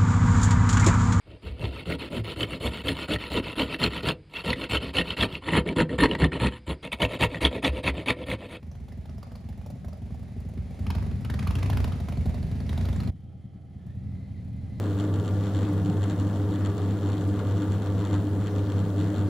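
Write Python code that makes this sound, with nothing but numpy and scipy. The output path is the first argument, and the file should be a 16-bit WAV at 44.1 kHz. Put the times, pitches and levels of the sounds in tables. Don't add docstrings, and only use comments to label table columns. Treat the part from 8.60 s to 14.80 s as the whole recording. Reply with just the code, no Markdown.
import sys
import numpy as np
from scipy import signal
from scipy.fft import rfft, irfft, next_fast_len
from scipy.io import wavfile
from scipy.ndimage import uniform_filter1d

SR = 44100
rng = np.random.default_rng(int(sys.argv[2]) if len(sys.argv) > 2 else 0)


def master(y):
    cut = np.clip(np.atleast_2d(y).T, -1, 1)
    pcm = np.round(cut * 32767)
    wavfile.write(sys.argv[1], SR, pcm.astype(np.int16))


def magnitude_from_level(level_db):
    exponent = np.asarray(level_db, float) / 20
    return 10 ** exponent


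N = 273420
LONG = next_fast_len(N + SR)
CUT_S = 4.504

# time in seconds, engine level in dB, throttle as crack level
# in dB, crack of the rear cylinder against the front in dB.
NEAR_RIDE = [(0, -37, -54, -17), (.4, -37, -70, -1), (1.1, -34.5, -76, 18), (1.2, -38.5, -82, -4),
             (1.3, -35, -60.5, -24), (2.2, -32.5, -68, -18), (2.27, -26.5, -38.5, -6),
             (2.43, -25.5, -47, -1), (2.6, -34.5, -61, 2), (2.65, -27.5, -38, 0.5),
             (2.85, -26.5, -33.5, -5.5), (3.25, -22.5, -35.5, -4.5), (3.36, -29, -48.5, -12),
             (3.55, -25.5, -50.5, -2), (4.03, -28.5, -47.5, -13), (4.09, -25.5, -38.5, -2.5),
             (4.33, -22.5, -45.5, 1.5), (4.5, -29, -44, -8)]
# final pitch in Hz, early cycles, glide in seconds,
# swell in seconds, lag in seconds.
FIRING_WAVES = [
    (87, .94, .0028, .0085, .002),
    (99.2, 1.249, 0.0061, .007, .0003),
]


def along(table, at):
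    s, *columns = np.transpose(table)
    return [np.interp(at, s, c) for c in columns]


def over_hz(table):
    hz, value = np.transpose(table)
    bins = np.arange(LONG // 2 + 1) * SR / LONG
    return np.interp(np.log(bins + 1), np.log(hz + 1), value)


def shape(x, response):
    return irfft(rfft(x, LONG) * response, LONG)[..., :N]


def unit(x):
    return x / np.sqrt(np.mean(x ** 2))


def hiss(table):
    return unit(shape(rng.standard_normal(N), magnitude_from_level(over_hz(table))))


def narrow(hz, width_hz):
    k = int(SR / width_hz / 2) + 1
    drift = uniform_filter1d(uniform_filter1d(rng.standard_normal((2, N)), k), k)
    carrier = np.exp(2j * np.pi * np.cumsum(hz * np.ones(N)) / SR)
    return unit(np.real((drift[0] + 1j * drift[1]) * carrier))


def walk(rate):
    k = int(SR / rate)
    held = np.repeat(rng.standard_normal(N // k + 1), k)
    return 1.64 * uniform_filter1d(uniform_filter1d(held, k), k)[:N]


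def clicks(at_s, gain):
    return np.bincount(np.clip(at_s * SR, 0, N - 1).astype(int), gain, N)


def pipe(pulses, wave, modes):
    final_hz, early, glide_s, swell_s, lag_s = wave
    t = np.arange(SR // 8) / SR
    late = t - np.clip(lag_s, -.004, .004)
    cycles = final_hz * late + early * (1 - np.exp(-late / glide_s))
    swell = (np.e * t / swell_s / 2 * np.exp(-t / swell_s / 2)) ** 2
    ring = -np.sin(2 * np.pi * cycles) * swell
    for hz, width_hz, db in modes:
        decay = np.e * np.pi * width_hz * t * np.exp(-np.pi * width_hz * t)
        ring = ring + magnitude_from_level(db) * decay * np.sin(2 * np.pi * hz * t)
    return signal.fftconvolve(pulses, ring)[:N]


def burst(pulses, rise_s, fall_s):
    t = np.arange(SR // 8) / SR
    puff = (1 - np.exp(-t / rise_s)) * np.exp(-t / fall_s)
    return signal.fftconvolve(pulses, puff / puff.max())[:N]


def firings(crank, rear_at):
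    s, done = np.transpose(crank)
    marks = (np.arange(done[-1])[:, None] + np.array([0, rear_at])).ravel()
    return np.interp(marks, done, s), marks % 1 > 0


def thumps(fired, at, far, loaded, thump_db):
    # resonance in Hz, width in Hz, level in dB.
    near_pipe = [(62.9, 17.2, -5), (116.4, 32.4, -12), (161.6, 42.6, -4), (221, 58, -6), (354.4, 79, -18)]
    # resonance in Hz, width in Hz, level in dB.
    far_pipe = [(84, 20, -2), (184.5, 40, -11), (261, 61, -14)]
    # final pitch in Hz, early cycles, glide, swell and lag in seconds.
    far_wave = (200, -2.9, .02, .006, -.0015)
    close = pipe(clicks(fired, magnitude_from_level(thump_db) * ~far), FIRING_WAVES[0], near_pipe)
    distant = pipe(clicks(at - .015, magnitude_from_level(thump_db) * far), far_wave, far_pipe)
    boom = pipe(clicks(fired, loaded), FIRING_WAVES[0], [])
    thump = unit(close) * np.sqrt(np.mean(~far)) + unit(distant) * np.sqrt(np.mean(far))
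    return thump + magnitude_from_level(-10.5) * unit(boom) * np.sqrt(np.mean(loaded))


def chugs(at, chug_db):
    # frequency in Hz, density in dB per Hz.
    breath = [(250, -35), (380, -10.5), (600, 3), (850, -5.5), (1050, -16.5), (1400, -28)]
    return magnitude_from_level(-6.5) * hiss(breath) * burst(clicks(at, magnitude_from_level(chug_db)), rise_s=0.0016, fall_s=0.0079)


def cracks(t, at, crack_db, ring_hz, luck):
    # frequency in Hz, density in dB per Hz.
    torn_air = [(200, 1), (500, -4), (1000, 9.5), (1500, 0), (2500, 0), (4500, -4.5), (7000, -13.5),
                (10500, -14), (14000, -20), (16000, -24)]
    puffs = clicks(at, magnitude_from_level(crack_db))
    latest = np.maximum(np.searchsorted(at, t) - 1, 0)
    ring = narrow(ring_hz[latest], width_hz=580)
    blast = burst(puffs, rise_s=.0011, fall_s=0.0032)
    wake = magnitude_from_level(-12) * burst(puffs, rise_s=0.0089, fall_s=0.0084)
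    crack = magnitude_from_level(-3.0) * hiss(torn_air) * (blast + wake)
    crack = crack + magnitude_from_level(-6.0) * ring * burst(puffs, rise_s=0.0018, fall_s=0.0038)
    opens = at - .003
    latest = np.maximum(np.searchsorted(opens, t) - 1, 0)
    body = narrow((1316 * 2 ** (.4 * luck[4]))[latest], width_hz=280)
    body_puffs = clicks(opens, magnitude_from_level(crack_db - 6.5 + 3.7 * luck[5]))
    return crack + body * burst(body_puffs, rise_s=0.0016, fall_s=0.0049)


def spits(at, crack_db, luck):
    # frequency in Hz, density in dB per Hz.
    zing = [(4000, -36), (7000, -25), (10000, 5), (14000, 4), (16000, -13)]
    spit_db = -42.5 + 1.3 * (crack_db + 31.5) + 3.0 * luck[3]
    ragged = hiss(zing) * magnitude_from_level(3.7 * walk(900))
    return ragged * burst(clicks(at, magnitude_from_level(spit_db)), rise_s=0.0005, fall_s=0.0018)


def leading_engine(t, level_db):
    # time in seconds, cycles done.
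    crank = [(.028, 0), (1.061, 12), (1.245, 14), (1.679, 19), (2.191, 25), (2.266, 26), (2.35, 27),
             (2.424, 28), (2.791, 32), (2.953, 34), (3.028, 35), (3.242, 38), (3.4, 40), (3.913, 46),
             (4.092, 48), (4.176, 49), (4.254, 50), (4.547, 54)]
    # time in seconds, cycles done.
    far_crank = [(4.518, 0), (4.769, 3), (5.011, 6), (5.433, 11), (5.677, 14), (6.26, 21)]
    # time in seconds, chug in dB, crack in dB,
    # ring in Hz.
    pops = [(.114, -47, -58, 5900), (0.151, -52, -58, 1972), (.283, -47, -57, 3350),
            (.321, -45.5, -58.5, 5113), (.455, -46, -54.5, 3660), (0.493, -51, -54.5, 5400),
            (0.58, -43.5, -59, 5152), (0.628, -39.5, -49.5, 4910), (.717, -43, -57, 4940),
            (.754, -41, -50, 4570), (0.887, -40, -57, 2910), (1.061, -38, -57, 5300),
            (1.101, -37.5, -60, 3640), (1.245, -41, -55, 1710), (1.282, -41.5, -53, 5710),
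            (1.329, -42.5, -56, 4840), (1.628, -48, -61, 1870), (1.975, -59, -53, 2006),
            (2.191, -42, -52, 2050), (2.303, -42, -34.5, 2694), (2.512, -62, -49.5, 2179),
            (3.485, -33.5, -41.5, 2228), (3.522, -39, -45, 2620), (3.693, -40, -48, 2213),
            (2.35, -36, -40, 1685), (4.063, -50, -53, 5450), (4.253, -38, -44, 3913),
            (4.361, -49, -46, 7350), (4.402, -38, -41, 4285)]
    at, rear = np.hstack([firings(crank, 315 / 720), firings(far_crank, 300 / 720)])
    far = np.arange(len(at)) >= 2 * crank[-1][1]
    luck = rng.standard_normal((len(at), 6)).T
    heard = (far | (at < CUT_S)) & (at < t[-1])
    at, rear, far, luck = at[heard], rear[heard], far[heard], luck[:, heard]

    _, throttle_db, rear_db = along(NEAR_RIDE, at)
    loaded = (throttle_db > -42) & ~far
    steady = np.where(loaded | far, .4, 1)
    thump_db = -1.5 * rear + 3.5 * steady * luck[0]
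    chug_db = np.interp(at, t, level_db) + np.where(far, -20, -14.5) - 3 * rear + 3.5 * luck[1]
    crack_db = throttle_db + rear_db * rear - 0.3 * luck[2] - 99 * far
    behind = (at > 3.3) & ~rear.astype(bool)
    ring_hz = np.where(behind, 4050, 2315) * 2 ** (.25 * luck[3])
    fired = at.copy()
    for s, *pop in pops:
        k = np.argmin(abs(at - s + .01))
        at[k], chug_db[k], crack_db[k], ring_hz[k] = s, *pop

    thump = thumps(fired, at, far, loaded, thump_db) * magnitude_from_level(level_db - 2.5)
    crack = cracks(t, at, crack_db, ring_hz, luck)
    engine = thump + chugs(at, chug_db) + crack + spits(at, crack_db, luck)
    return engine, clicks(at, np.ones(len(at)))


def other_engine(level_db):
    # time in seconds, cycles done.
    other_crank = [(0.021, 0.057), (1.199, 12.83), (2.451, 25.6), (2.781, 31.7), (3.374, 39.8),
                   (3.456, 40.1), (4.5, 53.7), (5.41, 62.5), (6.2, 80)]
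    # resonance in Hz, width in Hz, level in dB.
    other_pipe = [(70.3, 28, -8.5), (186.6, 45, -1), (253.8, 24, -15), (407, 210, -31)]
    s, done = np.transpose(other_crank)
    marks = (np.arange(80)[:, None] + np.array([0, 315 / 720])).ravel()
    scatter = rng.standard_normal((len(marks), 2)).T
    rear = marks % 1 > .1
    gain = magnitude_from_level(2.0 * scatter[0] - 5.4 * rear) * (marks < done[-1])
    pulses = clicks(np.interp(marks, done, s) + 0.001 * scatter[1], gain)
    return unit(pipe(pulses, FIRING_WAVES[1], other_pipe)) * magnitude_from_level(level_db)


def running_gear(beats, level_db):
    # frequency in Hz, density in dB per Hz.
    gear = [(200, 3.5), (450, 8.5), (780, 4.5), (900, -2), (1400, -7), (2050, -1.5), (2900, -9),
            (4200, -10), (6500, -18), (10000, -16.5), (14500, -28.5), (16000, -41)]
    throb = 1 + .5 * burst(beats, rise_s=0.0043, fall_s=0.047)
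    noise = rng.standard_normal(N) * magnitude_from_level(0.6 * walk(40))
    return unit(shape(noise * throb, magnitude_from_level(over_hz(gear)))) * magnitude_from_level(level_db + 4.0)


def rumble(level_db):
    # frequency in Hz, density in dB per Hz.
    roar = [(25, -60), (45, -9), (65, 1), (95, -6), (160, -1.5), (250, -12), (310, -17.5), (600, -32),
            (900, -51), (1500, -64.5)]
    return hiss(roar) * magnitude_from_level(level_db - 12 + 1.86 * walk(10))


def fronts(x, t60_s, wet_db):
    # frequency in Hz, share from 0 to 1.
    diffuse = [(50, 0.32), (250, 0.32), (700, 0.91), (1400, 1), (3000, 0.66), (6500, 0.88), (8000, 0.36),
               (15000, 0.14)]
    t = np.arange(SR // 2) / SR
    decay = np.exp(-np.log(1000) * t / t60_s) * np.clip(t / 0.0061 - 1, 0, 1)
    tail = rng.standard_normal((2, len(t))) * decay
    tail = tail / np.sqrt(np.sum(tail ** 2, axis=1, keepdims=True))
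    wet = magnitude_from_level(wet_db) * signal.fftconvolve(x[None], tail, axes=1)[:, :N]
    return magnitude_from_level(-23.0) * wet.mean(axis=0) + shape(wet, np.clip(over_hz(diffuse), 0, 1))


def belt_whine(t):
    # time in seconds, whine pitch in Hz, whine level in dB, level of the ring near 3.2 kHz in dB.
    belt_drive = [(4.5, 1827, -101, -82), (5.28, 1720, -88, -83), (5.32, 1830, -78, -87),
                  (5.5, 2030, -78, -87), (6.2, 2036, -76, -81)]
    hz, whine_db, ring_db = along(belt_drive, t)
    belt = narrow(hz, width_hz=90)
    belt = belt + magnitude_from_level(-6) * narrow(2 * hz, width_hz=460) + magnitude_from_level(-10) * narrow(0.47 * hz, width_hz=160)
    ring = magnitude_from_level(ring_db) * narrow(3180, width_hz=240)
    return (magnitude_from_level(whine_db + 3.4 * walk(25)) * belt + ring) * (t > CUT_S)


def far_traffic(t):
    # frequency in Hz, density in dB per Hz.
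    street = [(200, -19), (300, 13.5), (500, -1), (820, 1.5), (900, -37), (1300, -6), (2000, -55)]
    return hiss(street) * magnitude_from_level(-63.5 + 2.0 * walk(14)) * (t > CUT_S)


def scene():
    # time in seconds, engine level in dB.
    far_ride = [(4.5, -42), (4.9, -44), (5.1, -43.5), (5.3, -37.5), (5.5, -37.5), (5.7, -37), (6.0, -36),
                (6.2, -34.5)]
    # time in seconds, engine level in dB.
    other_ride = [
        [(0, -49.5), (.8, -41), (1.2, -41.5), (1.7, -41), (2.15, -38.5), (2.45, -34), (2.7, -35), (3.25, -32.5),
         (3.4, -32.5), (4.2, -36), (4.5, -28)],
        [(4.5, -44.5), (5.0, -45.5), (5.3, -38.5), (5.7, -40.5), (6.2, -39)],
    ]
    t = np.arange(N) / SR
    places = along(NEAR_RIDE, t)[0], along(far_ride, t)[0]
    level_db = np.where(t < CUT_S, *places)
    other_db = np.where(t < CUT_S, *(along(place, t)[0] for place in other_ride))
    slow = uniform_filter1d(places, int(0.4 * SR), mode="nearest")
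    gear_db = np.where(t < CUT_S, slow[0] - 29, slow[1] - 30.5)

    leading, beats = leading_engine(t, level_db)
    dry = leading + other_engine(other_db) + running_gear(beats, gear_db)
    dry = dry + rumble(level_db) + belt_whine(t) + far_traffic(t)

    before = np.clip((CUT_S - t) / 0.0018, 0, 1)
    after = np.clip((t - CUT_S) / 0.0061, 0, 1)
    out = 0
    for place in (before, after):
        out = out + place * (dry + fronts(dry * place, t60_s=0.61, wet_db=-3.5))
    return out


def roll_off(x):
    return signal.sosfilt(signal.butter(12, 15760, fs=SR, output="sos"), x)


def record(dry):
    # frequency in Hz, level difference in dB.
    port_db = [(60, -2), (110, 0.5), (200, 2), (380, -1), (700, -5), (1290, -4.5), (2380, 1), (4400, 3),
               (8120, 0.5), (15000, 0.5)]
    # frequency in Hz, phase in radians.
    port_rad = [(10, 0), (340, -.2), (1100, .8), (1800, -.3), (3200, .3), (7400, -.2), (9700, -6.2),
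                (10600, -6.4), (11700, -9.4), (13400, -12.3), (14600, -12.7), (15300, -15.5)]
    tilt = magnitude_from_level(over_hz(port_db) / 2) * np.exp(.5j * over_hz(port_rad))
    ports = shape(dry, np.array([tilt, 1 / tilt]))
    ports = signal.sosfilt(signal.butter(3, 35, "highpass", fs=SR, output="sos"), ports)
    ports = signal.sosfilt(signal.ellip(8, .2, 70, 15750, fs=SR, output="sos"), ports)
    return roll_off(ports)


dry = scene()
out = record(dry)
master(out)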